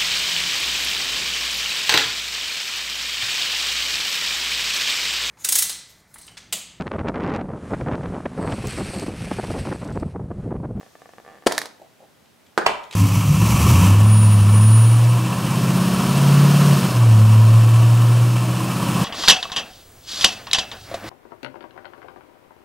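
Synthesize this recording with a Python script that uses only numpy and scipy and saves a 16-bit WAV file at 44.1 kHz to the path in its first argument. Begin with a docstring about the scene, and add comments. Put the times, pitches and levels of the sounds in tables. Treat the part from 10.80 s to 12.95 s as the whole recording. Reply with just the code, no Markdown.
"""In a small room, a hollow plastic egg is twisted open close to the microphones.
Its seam creaks by stick-slip friction, the cavity pops as the lip snaps free, and the rims scrape and
click. Fingers rub the shell, foil crinkles, and the foil-wrapped egg inside knocks into one half.
The other half lands on the table and sets it ringing. Each impact excites the resonances of the shell."""
import sys
import numpy as np
from scipy import signal
from scipy.fft import rfft, irfft, next_fast_len
from scipy.io import wavfile
from scipy.ndimage import uniform_filter1d

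SR = 44100
rng = np.random.default_rng(int(sys.argv[2]) if len(sys.argv) > 2 else 0)


def dump(signal):
    """Clip the signal to [-1, 1] and save it as 16-bit WAV at the path in sys.argv[1]."""
    limited = np.clip(np.atleast_2d(signal).T, -1, 1)
    pcm = np.round(limited * 32767).astype(np.int16)
    wavfile.write(sys.argv[1], SR, pcm)


N = 94903
SIZE = 4096  # samples in the transform of one impact
POP_S = .668  # the halves part


def amp(db):
    return 10 ** (np.asarray(db) / 20)


def fade(t, t60):
    """Exponential decay: 60 dB in t60 seconds."""
    return np.exp(-np.log(1000) * t / t60)


def along(points, hz):
    """Interpolation of (Hz, value) points on a logarithmic frequency axis."""
    f, v = np.transpose(points)
    return np.interp(np.log(hz + 1), np.log(f + 1), v)


def filtered(x, response):
    """Linear filtering: the spectrum is multiplied by a frequency response."""
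    n = x.shape[-1]
    m = next_fast_len(n + 2 * SIZE)
    return irfft(rfft(x, m) * response(np.fft.rfftfreq(m, 1 / SR)), m)[..., :n]


def add(track, s, sound):
    """Superposition: a sound joins the track at s seconds."""
    part = track[max(round(s * SR), 0):][:len(sound)]
    part += sound[:len(part)]


def ringing(modes):
    """Free vibration: each mode is a damped sinusoid."""
    t = np.arange(SR // 2) / SR
    return sum(amp(db) * fade(t, t60) * np.sin(2 * np.pi * hz * t) for hz, db, t60 in modes)


def resonance(rings, hz):
    """Each resonance adds a Lorentzian peak to the power gain."""
    return 1 + sum(amp(db) ** 2 / (1 + (2 * (hz - centre) / width) ** 2) for centre, width, db in rings)


def diffuse(pair):
    """A diffuse field: two independent noises become partly coherent at the two microphones."""
    # Each row: frequency in Hz, left-right coherence.
    coherence = [(100, 0.34), (350, 0.32), (900, 0.29), (2000, 0.45), (5000, 0.46), (12000, 0.92)]
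    turn = lambda hz: np.arccos(np.clip(along(coherence, hz), -1, 1)) / 2
    mid, side = filtered(pair, lambda hz: np.array([np.cos(turn(hz)), np.sin(turn(hz))]))
    return np.array([mid + side, mid - side])


def diffuse_noise(colour):
    """Spectrally shaped noise in a diffuse field, at unit RMS."""
    noise = filtered(diffuse(rng.standard_normal((2, N))), lambda hz: amp(along(colour, hz)))
    return noise / np.sqrt(np.mean(noise ** 2) + 1e-20)


def impact(colour, rings, db, tilt_db, scatter_db, scatter_t60):
    """A shell's impulse response: a resonant click, smeared by dispersion and scattering."""
    scatter_hz, dispersion_s, dispersion_hz = 2130, 0.000716, 6980
    hz, t = np.fft.rfftfreq(SIZE, 1 / SR), np.arange(SIZE) / SR
    scatter = rng.standard_normal(SIZE) * fade(t, scatter_t60)
    # Shorter waves scatter round the shell.
    paths = 1 + amp(scatter_db) * hz / (hz + scatter_hz) * rfft(scatter / np.linalg.norm(scatter))
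    path_power = uniform_filter1d(np.abs(paths) ** 2, size=25)
    gain = amp(along(colour, hz) + tilt_db * np.log2(np.maximum(hz, colour[2][0])))
    gain *= np.sqrt(resonance(rings, hz) / path_power)
    delay = dispersion_s / (1 + hz / dispersion_hz)  # low bending waves arrive last
    cepstrum = 2 * irfft(np.log(gain))[:SIZE // 2]  # one-sided, so the click is causal
    click = np.exp(rfft(cepstrum, SIZE) - 2j * np.pi * np.cumsum(delay) * hz[1])
    sound = irfft(click * paths)[:SIZE // 2]
    return amp(db) * np.sqrt(.005 * SR) * sound / np.linalg.norm(sound)  # level: energy over 5 ms


def grains(strokes, per_s, colour, spread_db):
    """Friction as a pulse train: each stroke is a run of tiny slips of irregular time and size."""
    out = np.zeros(N)
    for s, length, db in strokes:
        n, count = int(length * SR), max(int(length * per_s), 2)
        jitter, size = rng.random((256, 2))[:count].T
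        places = ((np.arange(len(jitter)) + jitter) / len(jitter) * n).astype(int)
        pulses = np.bincount(places, amp(spread_db * size) * (-1) ** places, SIZE)
        stroke = filtered(np.pad(pulses, (SIZE, 0)), lambda hz: amp(along(colour, hz)))
        add(out, s - SIZE / SR, amp(db) * np.sqrt(n) * stroke / np.linalg.norm(stroke))
    return out


def in_room(x, wet_db, pan_db=0, left_lag_s=0, beamed=()):
    """Direct sound, a near wall's reflection and reverberation, which beamed resonances bypass."""
    # The reverberant spectrum. Each row: frequency in Hz, level in dB.
    colour = [(140, 2), (450, 1), (1000, -1.5), (1750, 0.5), (2600, -0.5), (14000, -1.5)]
    # Each row: frequency in Hz, reverberation time in seconds.
    decay = [(100, 0.47), (300, 0.43), (1000, 0.52), (6000, 0.36), (14000, 0.27)]
    # Standing waves. Each row: frequency in Hz, level in dB, T60 in seconds.
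    modes = [(124.7, -59, 0.65), (213.5, -50.5, 0.3), (295, -49, 0.4)]
    echo_s, echo_db = .0091, -15.5
    hz, t, noise = signal.stft(rng.standard_normal((2, SR // 2)), SR, nperseg=256)
    envelope = fade(t, along(decay, hz)[:, None]) * (1 - fade(t, 0.017))
    spectra = noise * amp(along(colour, hz))[:, None] * envelope
    tail = diffuse(signal.istft(spectra, SR, nperseg=256)[1])
    tail = tail[:, :SR // 2] / np.linalg.norm(tail[0]) + ringing(modes)
    sides = np.array([[.5], [-.5]])  # left, right
    direct = lambda f: amp(sides * pan_db) * np.exp(-2j * np.pi * f * sides * left_lag_s)
    echo = lambda f: amp(echo_db) * np.exp(-2j * np.pi * f * echo_s)
    off_axis = filtered(x, lambda f: 1 / np.sqrt(resonance(beamed, f)))
    reverb = signal.fftconvolve(off_axis[None], tail, axes=1)[:, :N]
    return filtered(x, lambda f: direct(f) + echo(f)) + amp(wet_db) * reverb


def room_tone():
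    """Ambient noise forms a steady diffuse field."""
    # Each row: frequency in Hz, level in dB.
    colour = [(25, -38), (82, -5), (204, -1.5), (389, -6), (648, -6.5), (1170, -11.5), (2850, -15.5),
              (15500, -27)]
    return amp(-56) * diffuse_noise(colour)


def twist_hiss():
    """Sliding friction of skin and strained plastic hisses faintly until the egg opens."""
    # Each row: frequency in Hz, level in dB.
    colour = [(200, -7), (1000, -4.5), (6000, 3), (15000, -12)]
    twisting = np.interp(np.arange(N) / SR, [0, .4, POP_S], [1, .7, 0])
    return amp(-61) * twisting * diffuse_noise(colour)


def seam_creak():
    """Stick-slip friction: each slip of the seam ticks the shell, brighter as the seam tightens."""
    # Single slips. Each row: start in seconds, level in dB.
    slips = [(0.0108, -41), (0.0303, -42.5), (0.0636, -47), (0.153, -41.5), (0.2185, -41), (0.2573, -43),
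             (0.2913, -43.5), (0.3353, -44), (0.3827, -38.5), (.400, -44), (.449, -45), (0.4633, -43),
             (0.4777, -41), (0.488, -42.5), (0.623, -46), (0.6366, -47.5)]
    # A quick run of slips. Each row: time in seconds, slips per second, level in dB.
    run = [(.499, 120, -45), (0.523, 160, -49), (0.589, 120, -51.5)]
    # The closed shell's spectrum. Each row: frequency in Hz, level in dB.
    colour = [(80, -18), (220, -3.5), (600, -3), (950, -8), (1900, -11.5), (2800, -14), (5000, -23),
              (14000, -41)]
    # Its resonances. Each row: centre in Hz, width in Hz, gain in dB.
    rings = [(488, 78, 10), (740, 140, 14), (1162, 55, 16.5), (1766, 170, 13.5)]
    brightening = 4.16  # dB per octave per second
    s, rate, level = np.transpose(run)
    t = np.arange(s[0], s[-1], 1 / SR)
    slip_count = np.floor(np.cumsum(np.interp(t, s, rate)) / SR)
    times = t[np.diff(slip_count, prepend=-1) > 0]
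    quick = [(at + rng.normal(0, 0.00081), np.interp(at, s, level) + rng.normal(0, 1.48))
             for at in times]
    out = np.zeros(N)
    for at, db in slips + quick:
        tilt_db = brightening * (at - POP_S / 2)
        add(out, at, impact(colour, rings, db, tilt_db, scatter_db=8.5, scatter_t60=0.011))
    return in_room(out, wet_db=-10)


def opening():
    """Cavity resonance: the lip snaps over its groove, and a pop climbs in pitch as the gap widens."""
    # Each row: start in seconds, level in dB, tilt in dB per octave, ping gain in dB.
    snaps = [(0.6626, -28, 0.5, -1), (0.6664, -20.5, 1.5, 8.5), (0.6692, -16.5, 1.5, 16.5),
             (0.6708, -14.5, 1, 3), (0.6738, -14.5, 0.5, -11)]
    # The lip's spectrum. Each row: frequency in Hz, level in dB.
    colour = [(60, -18.5), (130, 0), (230, 3), (550, -1), (850, 7), (1150, -4), (1750, -3.5), (2400, -12),
              (4400, -9.5), (6000, -15), (10000, -17), (11000, -25.5), (15500, -31.5)]
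    pop_hz, glide_hz_per_s, rise_s, fall_s = 465, 69000, .0019, .0014
    ping_hz, width_hz, beam_db = 2970, 200, 11
    t = np.arange(N) / SR - POP_S
    swell = np.exp(-(t / np.where(t < 0, rise_s, fall_s)) ** 2)
    pop = -amp(-1.5) * swell * np.cos(2 * np.pi * (pop_hz + glide_hz_per_s * t / 2) * t)
    lip = np.zeros(N)
    for s, db, tilt_db, ping_db in snaps:
        ping = [(ping_hz, width_hz, ping_db)]
        add(lip, s, impact(colour, ping, db, tilt_db, scatter_db=7, scatter_t60=0.013))
    beam = [(ping_hz, width_hz, beam_db)]
    return in_room(pop, wet_db=-14.5) + in_room(lip, wet_db=-10.5, pan_db=3, beamed=beam)


def rims():
    """Friction and impact: the freed rims scrape, and their clicks excite a hoop resonance."""
    # Each row: start in seconds, length in seconds, level in dB.
    scrapes = [(.679, 0.03, -41.5), (.717, .02, -34), (.737, .04, -38), (.789, .05, -41), (.852, .024, -44)]
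    # Each row: start in seconds, level in dB, tilt in dB per octave, hoop gain in dB.
    clicks = [(0.7113, -26, -3, 18), (0.7162, -44, 8, 26), (0.721, -23, 0, 5), (0.724, -25, 1, -12),
              (0.7795, -15, 2.44, 14.5), (0.7882, -29, 5.5, -10), (0.8162, -25.5, 1, 14.5),
              (.8255, -43, 2, 16), (0.85, -45, -3.5, 0), (0.8568, -34, 1.5, -13), (0.9104, -54, -1, 0)]
    # The rims' spectrum. Each row: frequency in Hz, level in dB.
    colour = [(60, -34.5), (200, -9), (450, 3.5), (900, 2.5), (1300, -3), (2200, -5.5), (2750, -12),
              (3900, -3), (6200, -8.5), (7200, -12.5), (10200, -14), (15500, -27)]
    hoop_hz, width_hz, beam_db = 1800, 230, 8
    out = grains(scrapes, per_s=1100, colour=colour, spread_db=26)
    for s, db, tilt_db, hoop_db in clicks:
        hoop = [(hoop_hz, width_hz, hoop_db)]
        add(out, s, impact(colour, hoop, db, tilt_db, scatter_db=11, scatter_t60=0.013))
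    return in_room(out, wet_db=-12, pan_db=-3, beamed=[(hoop_hz, width_hz, beam_db)])


def finger_rubs():
    """Friction of fingers on the shell gives dull slips of nearly equal size."""
    # Each row: start in seconds, length in seconds, level in dB.
    rubs = [(.998, 0.0045, -47), (1.014, 0.011, -42), (1.033, 0.02, -53), (1.203, 0.009, -48.5),
            (1.22, 0.031, -49.5)]
    # Each row: frequency in Hz, level in dB.
    colour = [(100, -25), (320, 0.5), (480, 4), (620, 7), (830, 7.5), (1050, -25), (3000, -23.5),
              (12000, -32)]
    return in_room(grains(rubs, per_s=380, colour=colour, spread_db=-2), wet_db=-10.5)


def foil_crinkles():
    """Crinkling foil radiates dense, bright impulses of widely varying size."""
    # Each row: start in seconds, length in seconds, level in dB.
    crinkles = [(1.457, 0.0045, -58), (1.663, .008, -57), (2.034, 0.0094, -46.5), (2.1108, 0.0043, -36.5),
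                (2.115, 0.0089, -46.5), (2.1255, .017, -37.5), (2.146, 0.015, -62)]
    # Each row: frequency in Hz, level in dB.
    colour = [(120, -55), (200, -17.5), (1200, -9), (1570, -12.5), (2250, -6.5), (3800, -4.5),
              (4200, -10.5), (7420, -15.5), (15000, -32)]
    return in_room(grains(crinkles, per_s=4000, colour=colour, spread_db=23), wet_db=-3.5)


def inner_egg():
    """Impact excitation: the wrapped egg tips into the held half, which resonates."""
    # Each row: start in seconds, level in dB, tilt in dB per octave.
    knocks = [(1.7768, -10, 1), (1.7828, -21.5, 3), (1.7883, -20, -0.5)]
    # The held half's spectrum. Each row: frequency in Hz, level in dB.
    colour = [(60, -29), (130, -18), (280, -7), (550, -3.5), (1000, -5), (1600, -4.5), (2100, -12.5),
              (2900, -21), (4500, -21.5), (6000, -27), (9000, -32), (15000, -48.5)]
    # Its resonances. 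Each row: centre in Hz, width in Hz, gain in dB.
    rings = [(355, 90, 14), (720, 60, 11), (1300, 260, 7)]
    out = np.zeros(N)
    for s, db, tilt_db in knocks:
        add(out, s, impact(colour, rings, db, tilt_db, scatter_db=13, scatter_t60=0.017))
    return in_room(out, wet_db=-5.5, pan_db=-5)


def empty_half():
    """The empty half clatters down on the right; its hardest blow sets the table in free vibration."""
    # Each row: start in seconds, level in dB, tilt in dB per octave.
    landings = [(1.862, -14.5, 4), (1.865, -6.5, 3), (1.867, -16, 5.5), (1.8704, -22.5, 4),
                (1.8766, -23.5, 3), (1.8936, -20.5, -1)]
    # The empty half's spectrum. Each row: frequency in Hz, level in dB.
    colour = [(60, -41), (160, -7), (320, -4.5), (480, -2), (620, -1.5), (1150, 0.5), (1800, -9.5),
              (2500, -13.5), (3600, -18.5), (5300, -25.5), (8500, -33.5), (15000, -53.5)]
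    # Its resonances. Each row: centre in Hz, width in Hz, gain in dB.
    rings = [(650, 70, 7), (860, 130, 11), (2270, 200, 4), (2750, 360, 8)]
    # The table and what stands on it. Each row: frequency in Hz, level in dB, T60 in seconds.
    table_modes = [(140.5, -26.5, .04), (443.2, -29, 0.25), (710, -47, 0.23), (831, -34.5, 0.42),
                   (905, -49, 0.33), (1010, -33.5, 0.55), (1200, -42, 0.3), (2200, -50, .28)]
    out = np.zeros(N)
    for s, db, tilt_db in landings:
        add(out, s, impact(colour, rings, db, tilt_db, scatter_db=6.5, scatter_t60=0.023))
    add(out, landings[1][0], ringing(table_modes))
    return in_room(out, wet_db=-7, pan_db=-4, left_lag_s=0.00015)


def scene():
    """The sources add by superposition."""
    impacts = opening() + rims() + inner_egg() + empty_half()
    return impacts + room_tone() + twist_hiss() + finger_rubs() + foil_crinkles() + seam_creak()


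def record(dry):
    """Soft saturation rounds the loudest peaks, and a steep low-pass limits the band."""
    top_hz = 15700
    rounded = dry / (1 + np.abs(dry) ** 6) ** (1 / 6)
    return filtered(rounded, lambda hz: 1 / np.sqrt(1 + (hz / top_hz) ** 160))


dry = scene()
out = record(dry)
dump(out)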